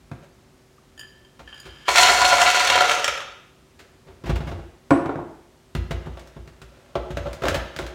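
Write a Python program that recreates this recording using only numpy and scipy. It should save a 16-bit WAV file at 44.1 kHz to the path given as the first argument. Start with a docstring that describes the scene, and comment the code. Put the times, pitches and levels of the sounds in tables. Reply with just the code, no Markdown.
"""In a hard-walled kitchen, roasted nuts are tipped from a glass bowl into a plastic blender jug.
A few nuts tink against the glass, then the stream rattles into the jug, where the growing heap
damps the ringing. The jug is jostled, the bowl booms down on the worktop, and the lid is knocked
about and pressed home. Cupboards and tiles echo, and an appliance hums faintly."""
import sys
import numpy as np
from scipy import signal
from scipy.fft import rfft, irfft
from scipy.io import wavfile
from scipy.ndimage import uniform_filter1d

SR = 44100
rng = np.random.default_rng(int(sys.argv[2]) if len(sys.argv) > 2 else 0)


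def master(y):
    """Save y as 16-bit WAV."""
    cut = np.clip(np.atleast_2d(y).T, -1, 1)
    pcm = np.round(cut * 32767)  # scale
    wavfile.write(sys.argv[1], SR, pcm.astype(np.int16))


N = 350154
TIME = np.arange(N) / SR

POUR_START_S, DRY_UP_S, LAST_NUT_S = 1.878, 2.96, 3.27
FULL_FLOW_DB, FULL_FLOW_PER_S, FLOW_POWER = -13, 950, 0.83  # a stronger stream has more clicks a second
DRUM_DB, CLATTER_DB, EDGE_DB = -6.5, -8, -12.5  # wall, nut on nut and crisp edges, relative to the stream
HEAP_DULLS_DB_PER_S = 3  # the growing heap softens the edges

# Notes of the jug wall when nuts drum on it: (pitch [Hz], width [Hz], boost [dB])
WALL_NOTES = [(732, 23, 3.9), (1008, 210, 2.4)]
def pouring_nuts(nut_ring_db=-8, nut_q=4.5, wall_share=.22, attack_s=.014, release_s=.14, pitches=14):
    """Hundreds of nuts click and bounce on each other, each with a brief pitch; some drum on the wall."""
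    level_db = stream_db()
    clicks_per_s = FULL_FLOW_PER_S * from_db(FLOW_POWER * (level_db - FULL_FLOW_DB))
    clicks = random_clicks(clicks_per_s, spread_db=3)
    pitch_of_click = rng.integers(0, pitches, N)
    force = np.zeros(N)
    for k, hz in enumerate(np.geomspace(1300, 8000, pitches)):
        bounce = contact(length_s=.0024, rattle_db=-15, rattle_s=.043)[:SR // 40]
        nuts = signal.oaconvolve(clicks * (pitch_of_click == k), bounce)[:N]
        nut_ring = signal.lfilter(*signal.iirpeak(hz, nut_q, fs=SR), nuts + 1e-18)
        force += nuts + from_db(nut_ring_db) * nut_ring
    clatter = in_jug(force)
    wall_clicks = clicks * (rng.random(N) < wall_share)
    drumming = resonate(in_jug(wall_clicks), WALL_NOTES)
    age = TIME - POUR_START_S
    layers = [(band(drumming, 50, 1880), DRUM_DB),
              (band(clatter, 1590, 4850), CLATTER_DB),
              (band(clatter, 5340, 19500), EDGE_DB - HEAP_DULLS_DB_PER_S * age)]
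    out = np.zeros(N)
    for layer, db in layers:
        power = uniform_filter1d(layer ** 2, int(.06 * SR))
        evened_out = layer / np.sqrt(np.abs(power) + .024 * np.mean(layer ** 2))
        out += from_db(level_db + db + clumping_db()) * evened_out
    return out * np.clip(age / attack_s, 0, 1) * np.clip((LAST_NUT_S - TIME) / release_s, 0, 1)


# How strongly the nuts pour: (time [s], relative level [dB])
STREAM_STRENGTH = [(1.9, -20), (1.938, -19.5), (1.982, -8), (2.138, -16), (2.462, -15.5), (2.62, -18),
                   (2.708, -17.5), (2.748, -19), (2.756, -18), (2.986, -21), (3.0, -18)]
def stream_db(thinning_s=.094, stragglers_db=-17.5):
    """The stream runs until the bowl is nearly empty, then thins to a few stragglers."""
    thinned = np.clip((TIME - DRY_UP_S) / thinning_s, 0, 1)
    return np.interp(TIME, *np.transpose(STREAM_STRENGTH)) + stragglers_db * thinned


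def clumping_db(spread_db=2.5, clumps_per_s=45, count=500):
    """The nuts arrive in uneven clumps, so the level wanders at random."""
    return spread_db * np.interp(TIME * clumps_per_s, np.arange(count), rng.standard_normal(count))


# Nuts that hit hard: (time [s], relative level [dB], drumming compared with the click [dB])
NUT_HITS = [(1.8814, -22.5, 9.5), (1.8877, -19.5, 2.5), (1.958, -15, -10.5), (1.9844, -17.5, 2),
            (2.0324, -14, -29), (2.2514, -18, -7), (2.2149, -22, 7.5), (2.329, -21, 9), (2.4154, -17, 1),
            (2.4748, -22, 3), (2.6713, -17.5, -10), (2.6992, -16, 2), (2.7556, -23.5, 6), (2.807, -18.5, 6),
            (2.8958, -21.5, -8), (2.9144, -21.5, -8), (3.043, -18, -5), (3.0785, -20, 1),
            (3.1757, -36.5, -1), (3.2036, -38.5, 6.5)]
def hard_nuts():
    """Single nuts strike the wall of the jug and skitter."""
    force = np.zeros(N)
    for s, db, drum_db in NUT_HITS:
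        skitter = contact(length_s=.00312, rattle_db=-1, rattle_s=.038, firm=.19)
        click = colour(skitter, [(1400, drum_db), (2800, .011)])
        add(force, s, strike_level(click, db))
    return in_jug(force)


# Tone of nuts landing in the jug: (pitch [Hz], level [dB])
NUT_TONE = [(60, -5), (200, -19.5), (330, -10), (480, -2), (1000, -4.5), (2000, 2), (3600, 1.5), (5000, -7),
            (7200, -8.5), (10000, -18.5), (16000, -27.5)]
# Notes of the open jug, empty and then filled: (pitch [Hz], width [Hz], boost [dB])
EMPTY_JUG_NOTES = [(381.5, 14, 6), (570, 22, 7), (721, 16, 23), (997, 40, 16), (1290, 50, 4),
                   (1377, 40, 10), (1439, 22, 14), (1793, 24, 8), (2006, 14, 10), (2215, 30, 6),
                   (2670, 80, 6), (2783, 39, 4.5), (3215, 90, 5), (4300, 50, 10), (5550, 250, 4.5),
                   (7180, 200, 4.5)]
FILLED_JUG_NOTES = [(431, 27, 6.4), (577.5, 58, 10), (745, 39, 8), (940, 83, 5.95), (1260, 89, 8.8),
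                    (1338, 70, 8.4), (1448, 80, 7), (1710, 60, 3.4), (2630, 120.3, 2.3), (3230, 150, 2),
                    (5800, 1000, 4.3)]
def in_jug(force):
    """The empty jug rings clearly; the growing heap damps and shifts its notes."""
    fill = np.interp(TIME, [2.3, 2.8, 3.0], [0, .35, 1])
    force = colour(force, NUT_TONE)
    return resonate(force * (1 - fill), EMPTY_JUG_NOTES) + resonate(force * fill, FILLED_JUG_NOTES)


# Tone of the plastic: (pitch [Hz], level [dB])
PLASTIC_TONE = [(200, 3.5), (600, 1), (1500, -4), (3500, -11), (7000, -20), (10000, -27), (16000, -31)]
# Notes of the full jug when knocked, lid off and lid on: (pitch [Hz], width [Hz], boost [dB])
LID_OFF_NOTES = [(344, 14, 10), (385, 30, 6.5), (409, 22, 3.4), (540, 24, 1.8), (671, 40, 6.1),
                 (1040, 44, 2), (1456, 55, 3), (2204, 120, 2.8), (2800, 180, 1.1)]
LID_ON_NOTES = [(361.5, 19, 8.9), (417, 12, 1.9), (520, 57, 8.7), (576, 8.1, 12.1), (651, 34, 11.3),
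                (832, 20, 4.6), (1336, 55, 4.9), (2240, 22, 2.9), (2920, 340, 0.33), (6550, 600, 2.4),
                (7900, 110, 2.4)]
# Knocks on the jug and lid, and one low footstep at 4.064 s: (time [s], relative level [dB], weight on the
# worktop [dB], brightness [dB], contact length [s])
JUG_KNOCKS = [(1.391, -46, -53, 0.5, .012), (1.653, -43.5, -48, 1.5, 0.019), (3.789, -47, -62, 5.5, 0.019),
              (4.064, -53, -53, -4, 0.048), (4.237, -43, -39, -4.5, 0.01), (4.254, -36, -36, -1.5, 0.036),
              (4.293, -31, -23, -2.5, .01), (4.355, -35.5, -44, 1, 0.011), (4.405, -42, -33, -3, 0.0038),
              (4.468, -39, -34.5, -1, 0.024), (4.513, -41, -37, -5, 0.0078), (4.587, -51, -44, -8, 0.0066),
              (5.75, -33, -26.5, 1, 0.0031), (5.907, -31.5, -29.5, -0.5, 0.0085),
              (6.058, -47.5, -43, -1, 0.013), (6.07, -53.5, -36.5, -13, 0.0011),
              (6.171, -46.5, -54, -3, 0.0058), (6.194, -52.5, -70, 10, 0.0028),
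              (6.273, -57.5, -58, 13, 0.0022), (6.363, -50.5, -41.5, -7, 0.0088),
              (6.475, -49.5, -48.5, 2, 0.0034), (6.616, -46.5, -47.5, 5, 0.0044),
              (6.953, -30, -34.5, -8, 0.005), (7.104, -40, -34.5, 0, 0.0084),
              (7.169, -31, -35.5, -2.5, 0.0057), (7.254, -41, -38, -9, 0.016),
              (7.268, -41, -54, -5.5, 0.0041), (7.33, -44.5, -46, 11.5, 0.0023),
              (7.419, -34.5, -36, -3, 0.0066), (7.435, -28, -41, -4.5, 0.0048),
              (7.454, -27.5, -60, -2, 0.0021), (7.47, -31, -59, -3, 0.0022), (7.483, -22.5, -33.5, 3, .002),
              (7.542, -25, -46, 1.5, .012), (7.556, -47, -33, 10, .003), (7.763, -36.5, -43, 5.5, 0.0021),
              (7.788, -30, -71, -0.5, 0.0024), (7.815, -53, -39.5, 11, 0.003),
              (7.865, -41.5, -61, 5.5, 0.0018)]
def jug_knocks(lid_on_s=6.9):
    """The jug is knocked, scuffed and snapped; it rings hollower once the lid is on."""
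    out = np.zeros(N)
    for s, db, weight_db, bright_db, length_s in JUG_KNOCKS:
        firm = .65 * np.exp(-length_s / .006)  # brief contacts tap more firmly
        force = contact(length_s, rattle_db=-5, rattle_s=.15, firm=firm, swell=.29)
        notes = LID_ON_NOTES if s > lid_on_s else LID_OFF_NOTES
        body = resonate(colour(force, PLASTIC_TONE), notes)
        add(out, s, knock(body, db, weight_db, bright_db, thud_db=2.5, boom_db=1.2))
    return from_db(-1.09) * out


# Tone of the worktop: (pitch [Hz], level [dB])
WORKTOP_TONE = [(200, 9.5), (700, -5.5), (1300, -6.5), (2300, -5.5), (3300, -19), (5000, -32.5),
                (9000, -41), (16000, -55.5)]
# Notes of the worktop: (pitch [Hz], width [Hz], boost [dB])
WORKTOP_NOTES = [(277, 16, 11.3), (342, 28, 11.6), (420, 22, 6), (524, 28, 9.3), (624, 38, 7.7),
                 (699, 71, 10.5), (845, 230, 4.5), (1050, 280, 6), (1470, 160, 3), (1980, 34, 2.4)]
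# High ring of the bowl struck on its foot: (pitch [Hz], relative level [dB], ring time [s])
BOWL_FOOT_RING = [(7895, -7, .42), (7913, .5, .3), (9313, -7.5, .36), (10640, -21, .16)]
# The bowl scuffs the worktop as it is picked up, later lands on it and rocks:
# (time [s], relative level [dB], weight on the worktop [dB], brightness [dB], contact length [s])
BOWL_KNOCKS = [(0.114, -45.5, -36, -0.5, .0035), (4.906, -22.5, -25, -8, 0.00423),
               (5.057, -37, -36, -6.5, 0.0046), (5.092, -39, -44, -10.5, 0.0037),
               (5.156, -42.5, -37, -9, 0.0031), (5.189, -51, -39, -16.5, 0.0029)]
def bowl_on_worktop():
    """Heavy glass booms on the worktop; the hardest touch also sets the bowl ringing."""
    out = np.zeros(N)
    for s, db, weight_db, bright_db, length_s in BOWL_KNOCKS:
        force = contact(length_s, rattle_db=-12.5, rattle_s=.21, firm=.27)
        body = resonate(colour(force, WORKTOP_TONE), WORKTOP_NOTES)
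        add(out, s, knock(body, db, weight_db, bright_db, thud_db=-19, boom_db=-.9))
    landing_s = max(BOWL_KNOCKS, key=lambda row: row[1])[0]
    add(out, landing_s, from_db(-44) * ring(BOWL_FOOT_RING))
    return from_db(1.56) * out


# Deep notes of the worktop and base under a heavy knock: (pitch [Hz], relative level [dB], ring time [s])
WORKTOP_THUD = [(58.5, 8, 0.14), (68.5, -13.5, .15), (87.3, -4.5, 0.2)]
BASE_BOOM = [(145.7, -1, 0.081), (118.9, -0.5, 0.074), (175, -7, 0.058), (207.3, -12, .12)]
def knock(body, db, weight_db, bright_db, thud_db, boom_db, thud_rise_s=.028, boom_rise_s=.0021):
    """Weight sets the worktop and base swinging; a brighter knock has less hollow ring and more tick."""
    thud = ring(WORKTOP_THUD, spread_db=6.5) * (1 - np.exp(-TIME[:SR] / thud_rise_s))
    boom = ring(BASE_BOOM, spread_db=1) * (1 - np.exp(-TIME[:SR] / boom_rise_s))
    bass = strike_level(thud, weight_db + thud_db) + strike_level(boom, weight_db + boom_db)
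    hollow = strike_level(band(body, 280, 1220), db - bright_db)
    clack = strike_level(band(body, 1414, 4060), db - 4 + .36 * bright_db)
    tick = strike_level(band(body, 4900, 17000), db - 15 + bright_db)
    return bass + hollow + clack + tick


# Ring of the glass bowl held in the hand: (pitch [Hz], relative level [dB], ring time [s])
HELD_BOWL_RING = [(1704, -12, .14), (1759, -3, 0.093), (2940, -12, .05), (3080, -8.5, .11),
                  (3135, 2, 0.052), (4790, -9.5, 0.05), (4860, -8, .06), (6820, -12.5, .06),
                  (9240, -18.5, .05), (12010, -25.5, .03)]
# Nuts shifting against the glass: (time [s], relative level [dB], treble [dB])
BOWL_TINKS = [(0.977, -44.5, 3), (0.991, -50.5, 11), (0.994, -37.5, 12.5), (1.011, -45, -13.5),
              (1.032, -42.5, -24), (1.248, -53, -6), (1.475, -40, -22), (1.527, -40.5, -24),
              (1.544, -44, -0.5), (1.578, -48, 0), (1.6, -43, 11), (1.706, -46, -7)]
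def bowl_tinks():
    """Nuts tap and chatter on the glass as the bowl is tilted; the heap damps its ring."""
    out = np.zeros(N)
    for s, db, treble_db in BOWL_TINKS:
        tap = contact(length_s=.0015, rattle_db=-10, rattle_s=.1, firm=.45)
        force = colour(tap, [(3200, 0), (8000, treble_db)])
        glass = signal.fftconvolve(force, ring(HELD_BOWL_RING))[:SR]
        click = band(force, 2000, 10000)
        add(out, s, strike_level(glass, db - 4) + strike_level(click, db - 22.5))
    return out


def sliding_nuts(start_s=1.44, attack_s=.049, rise_db_per_s=3, spill_s=.009):
    """Nuts creep faster as the bowl tilts, rustling and ringing the glass, then spill over the rim."""
    tilting_s = np.clip(TIME - start_s, 0, POUR_START_S - start_s)
    creeping = np.minimum(tilting_s / attack_s, 1) * (TIME < POUR_START_S)
    creep = from_db(-54 + rise_db_per_s * tilting_s) * creeping
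    spill = from_db(-33) * np.exp(-np.abs(TIME - POUR_START_S) / spill_s)
    grains = (creep + spill) * rms_one(random_clicks(per_s=5000, spread_db=6))
    glass = ring(HELD_BOWL_RING)
    singing = signal.fftconvolve(grains, glass / np.sqrt(np.sum(glass ** 2)))[:N]
    rustle = band(grains, 980, 3500, order=2)
    return from_db(-1.5) * singing + from_db(5) * rustle


# Strokes of plastic and sleeves rubbing: (time of the peak [s], level [dB], swell and fade time [s])
RUBS = [(0.24, -50.5, 0.016), (3.85, -64, 0.072), (4.32, -49.5, 0.056), (4.5, -49, 0.075),
        (6.2, -52.5, 0.15), (6.78, -59.5, 0.14), (7.28, -48, 0.22), (7.47, -36, 0.019),
        (7.83, -41.5, 0.058)]
def rubbing():
    """Plastic slips on plastic in tiny jerks; each stroke swells and fades."""
    slips = random_clicks(per_s=1500, spread_db=-4)
    plastic = resonate(colour(slips, PLASTIC_TONE), LID_ON_NOTES)
    pressure = sum(from_db(db) * np.exp(-np.abs(TIME - s) / length_s) for s, db, length_s in RUBS)
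    return pressure * rms_one(band(plastic, 760, 15000, order=1))


def squeak(at_s=.785, width_s=.003, hz=1210):
    """One faint, short squeak as the bowl is lifted."""
    return from_db(-48) * np.exp(-((TIME - at_s) / width_s) ** 2) * np.sin(2 * np.pi * hz * TIME)


# How long the kitchen echoes: (pitch [Hz], ring time [s])
ECHO_TIMES = [(60, 0.3), (200, 0.41), (500, 0.65), (1500, 0.65), (4000, 0.75), (8000, 0.11), (16000, 0.55)]
# Tone of the echoes: (pitch [Hz], level [dB])
ECHO_TONE = [(60, 1), (200, 4.5), (600, 1.5), (1500, 1), (4000, 0), (8000, 0), (16000, -6.5)]
def kitchen_echo(x, delay_s=.0016, near_db=-7, near_s=.021):
    """Sound bounces off cupboards and tiles and blurs into a short, smooth tail."""
    edges, tail = np.geomspace(35, 18000, 13), 0
    for low, high in zip(edges, edges[1:]):
        ring_s = at_hz(ECHO_TIMES, np.sqrt(low * high))
        tail += band(rng.standard_normal(SR), low, high) * fade(ring_s)
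    arrival = np.clip(TIME[:SR] / delay_s - 1, 0, 1)
    near_walls = 1 + from_db(near_db) * np.exp(-TIME[:SR] / near_s)  # strong early echoes from the corner
    spectrum = rfft(tail * arrival * near_walls, 2 * SR)
    power = np.abs(uniform_filter1d(np.abs(spectrum) ** 2, 30))
    even_spectrum = spectrum / np.sqrt(power + 1e-3 * np.mean(power))  # no pitch sticks out
    echoes = irfft(even_spectrum)[:SR] * arrival
    return signal.fftconvolve(x, colour(echoes, ECHO_TONE))[:N]


# Tone of the room's steady noise: (pitch [Hz], relative level [dB])
ROOM_TONE = [(15, -51), (25, 0), (108, -7.5), (130, -8), (212, -12), (242, -9), (309, -14), (384, -10.5),
             (416, -20), (489, -15.5), (840, -21), (1160, -22), (1480, -24), (7510, -32.5), (16000, -44)]
# Hum of an appliance: (pitch [Hz], average level [dB])
APPLIANCE_HUM = [(140, -66), (242.2, -70.5), (344.5, -74.5), (382.2, -64)]
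def room_noise(noise_db=-54.5):
    """An appliance hums faintly in the steady noise of the room."""
    hum = sum(np.sqrt(2) * from_db(db) * np.sin(2 * np.pi * hz * TIME) for hz, db in APPLIANCE_HUM)
    noise = colour(rng.standard_normal(N), ROOM_TONE, size=16384)
    return hum + from_db(noise_db) * rms_one(noise)


def random_clicks(per_s, spread_db):
    """Clicks at random times; a few are much louder, or much softer if the spread is negative."""
    sizes = from_db(spread_db * np.minimum(rng.exponential(1, N), 3.5)) * rng.choice([-1, 1], N)
    return sizes * (rng.random(N) < per_s / SR)


def contact(length_s, rattle_db, rattle_s, firm=0., swell=.23):
    """A rough touch that builds up and dies away, a firm tap at its height, then a weaker rattle."""
    age = TIME[:SR] / length_s
    rise = 1 - np.exp(-age / swell)
    fall = np.exp(-age) + from_db(rattle_db) * fade(rattle_s)
    force = rng.standard_normal(SR) * rise * fall
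    force[np.searchsorted(age, swell)] += firm * np.sqrt(np.sum(force ** 2))
    return force


def ring(notes, spread_db=0):
    """The fading notes of a struck object; the spread varies their strength from hit to hit."""
    out = np.zeros(SR)
    for hz, db, ring_s in notes:
        strength = from_db(db + spread_db * rng.standard_normal())
        out += strength * fade(ring_s) * np.sin(2 * np.pi * hz * TIME[:SR])
    return out


def resonate(x, notes):
    """Boost the pitches at which an object likes to ring."""
    for hz, width_hz, db in notes:
        damping, cosine = np.pi * width_hz / SR, np.cos(2 * np.pi * hz / SR)
        lift = damping * from_db(db)
        x = signal.lfilter([1 + lift, -2 * cosine, 1 - lift],
                           [1 + damping, -2 * cosine, 1 - damping], x + 1e-18)
    return x


def colour(x, tone, size=2048):
    """Shape a sound with a tone table, using a minimum-phase filter so nothing sounds early."""
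    gains = from_db(at_hz(tone, np.fft.rfftfreq(size, 1 / SR)))
    cepstrum = irfft(np.log(gains))
    cepstrum[1:size // 2] *= 2
    cepstrum[size // 2 + 1:] = 0
    response = irfft(np.exp(rfft(cepstrum)))
    return signal.oaconvolve(x, response)[:len(x)]


def band(x, low_hz, high_hz, order=3):
    """Keep the pitches between two limits."""
    return signal.sosfilt(signal.butter(order, [low_hz, high_hz], "band", fs=SR, output="sos"), x + 1e-18)


def fade(ring_s):
    """One second of dying away; the ring time is how long it takes to fall 60 dB."""
    return from_db(-60 * TIME[:SR] / ring_s)


def strike_level(x, db):
    """Set the average (rms) level of the first 30 ms."""
    return from_db(db) * x / np.sqrt(np.mean(x[:int(.03 * SR)] ** 2) + 1e-20)


def rms_one(x):
    """Scale to an average (rms) level of one."""
    return x / np.sqrt(np.mean(x ** 2) + 1e-20)


def from_db(db):
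    """Turn decibels into a multiplier."""
    return 10 ** (np.asarray(db) / 20)


def at_hz(table, hz):
    """Read a table at any pitch, with octaves evenly spaced."""
    pitches, values = np.transpose(table)
    return np.interp(np.log(np.maximum(hz, 1)), np.log(pitches), values)


def add(out, s, sound):
    """Mix a sound in from time s."""
    start = int(round(s * SR))
    out[start:start + len(sound)] += sound[:N - start]


def scene():
    """Nuts, glass and plastic are heard directly and as echoes, over the room's noise."""
    nuts = pouring_nuts() + hard_nuts()
    glass = bowl_tinks() + sliding_nuts()
    plastic = jug_knocks() + rubbing()
    bowl = bowl_on_worktop()
    to_room = from_db(-1) * nuts + from_db(-4.5) * (glass + plastic) + from_db(-4) * bowl
    return (nuts + glass + plastic + bowl + squeak() + kitchen_echo(to_room) + room_noise())[None]


def record(dry, low_hz=42, high_hz=16000, ceiling=.95):
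    """A small microphone loses the deepest bass; the highest peaks are rounded and the top is cut."""
    thin = signal.sosfilt(signal.butter(8, low_hz, "high", fs=SR, output="sos"), dry)
    rounded = thin / (1 + (thin / ceiling) ** 6) ** (1 / 6)
    return signal.sosfilt(signal.ellip(12, .1, 90, high_hz, fs=SR, output="sos"), rounded)


dry = scene()
out = record(dry)
master(out)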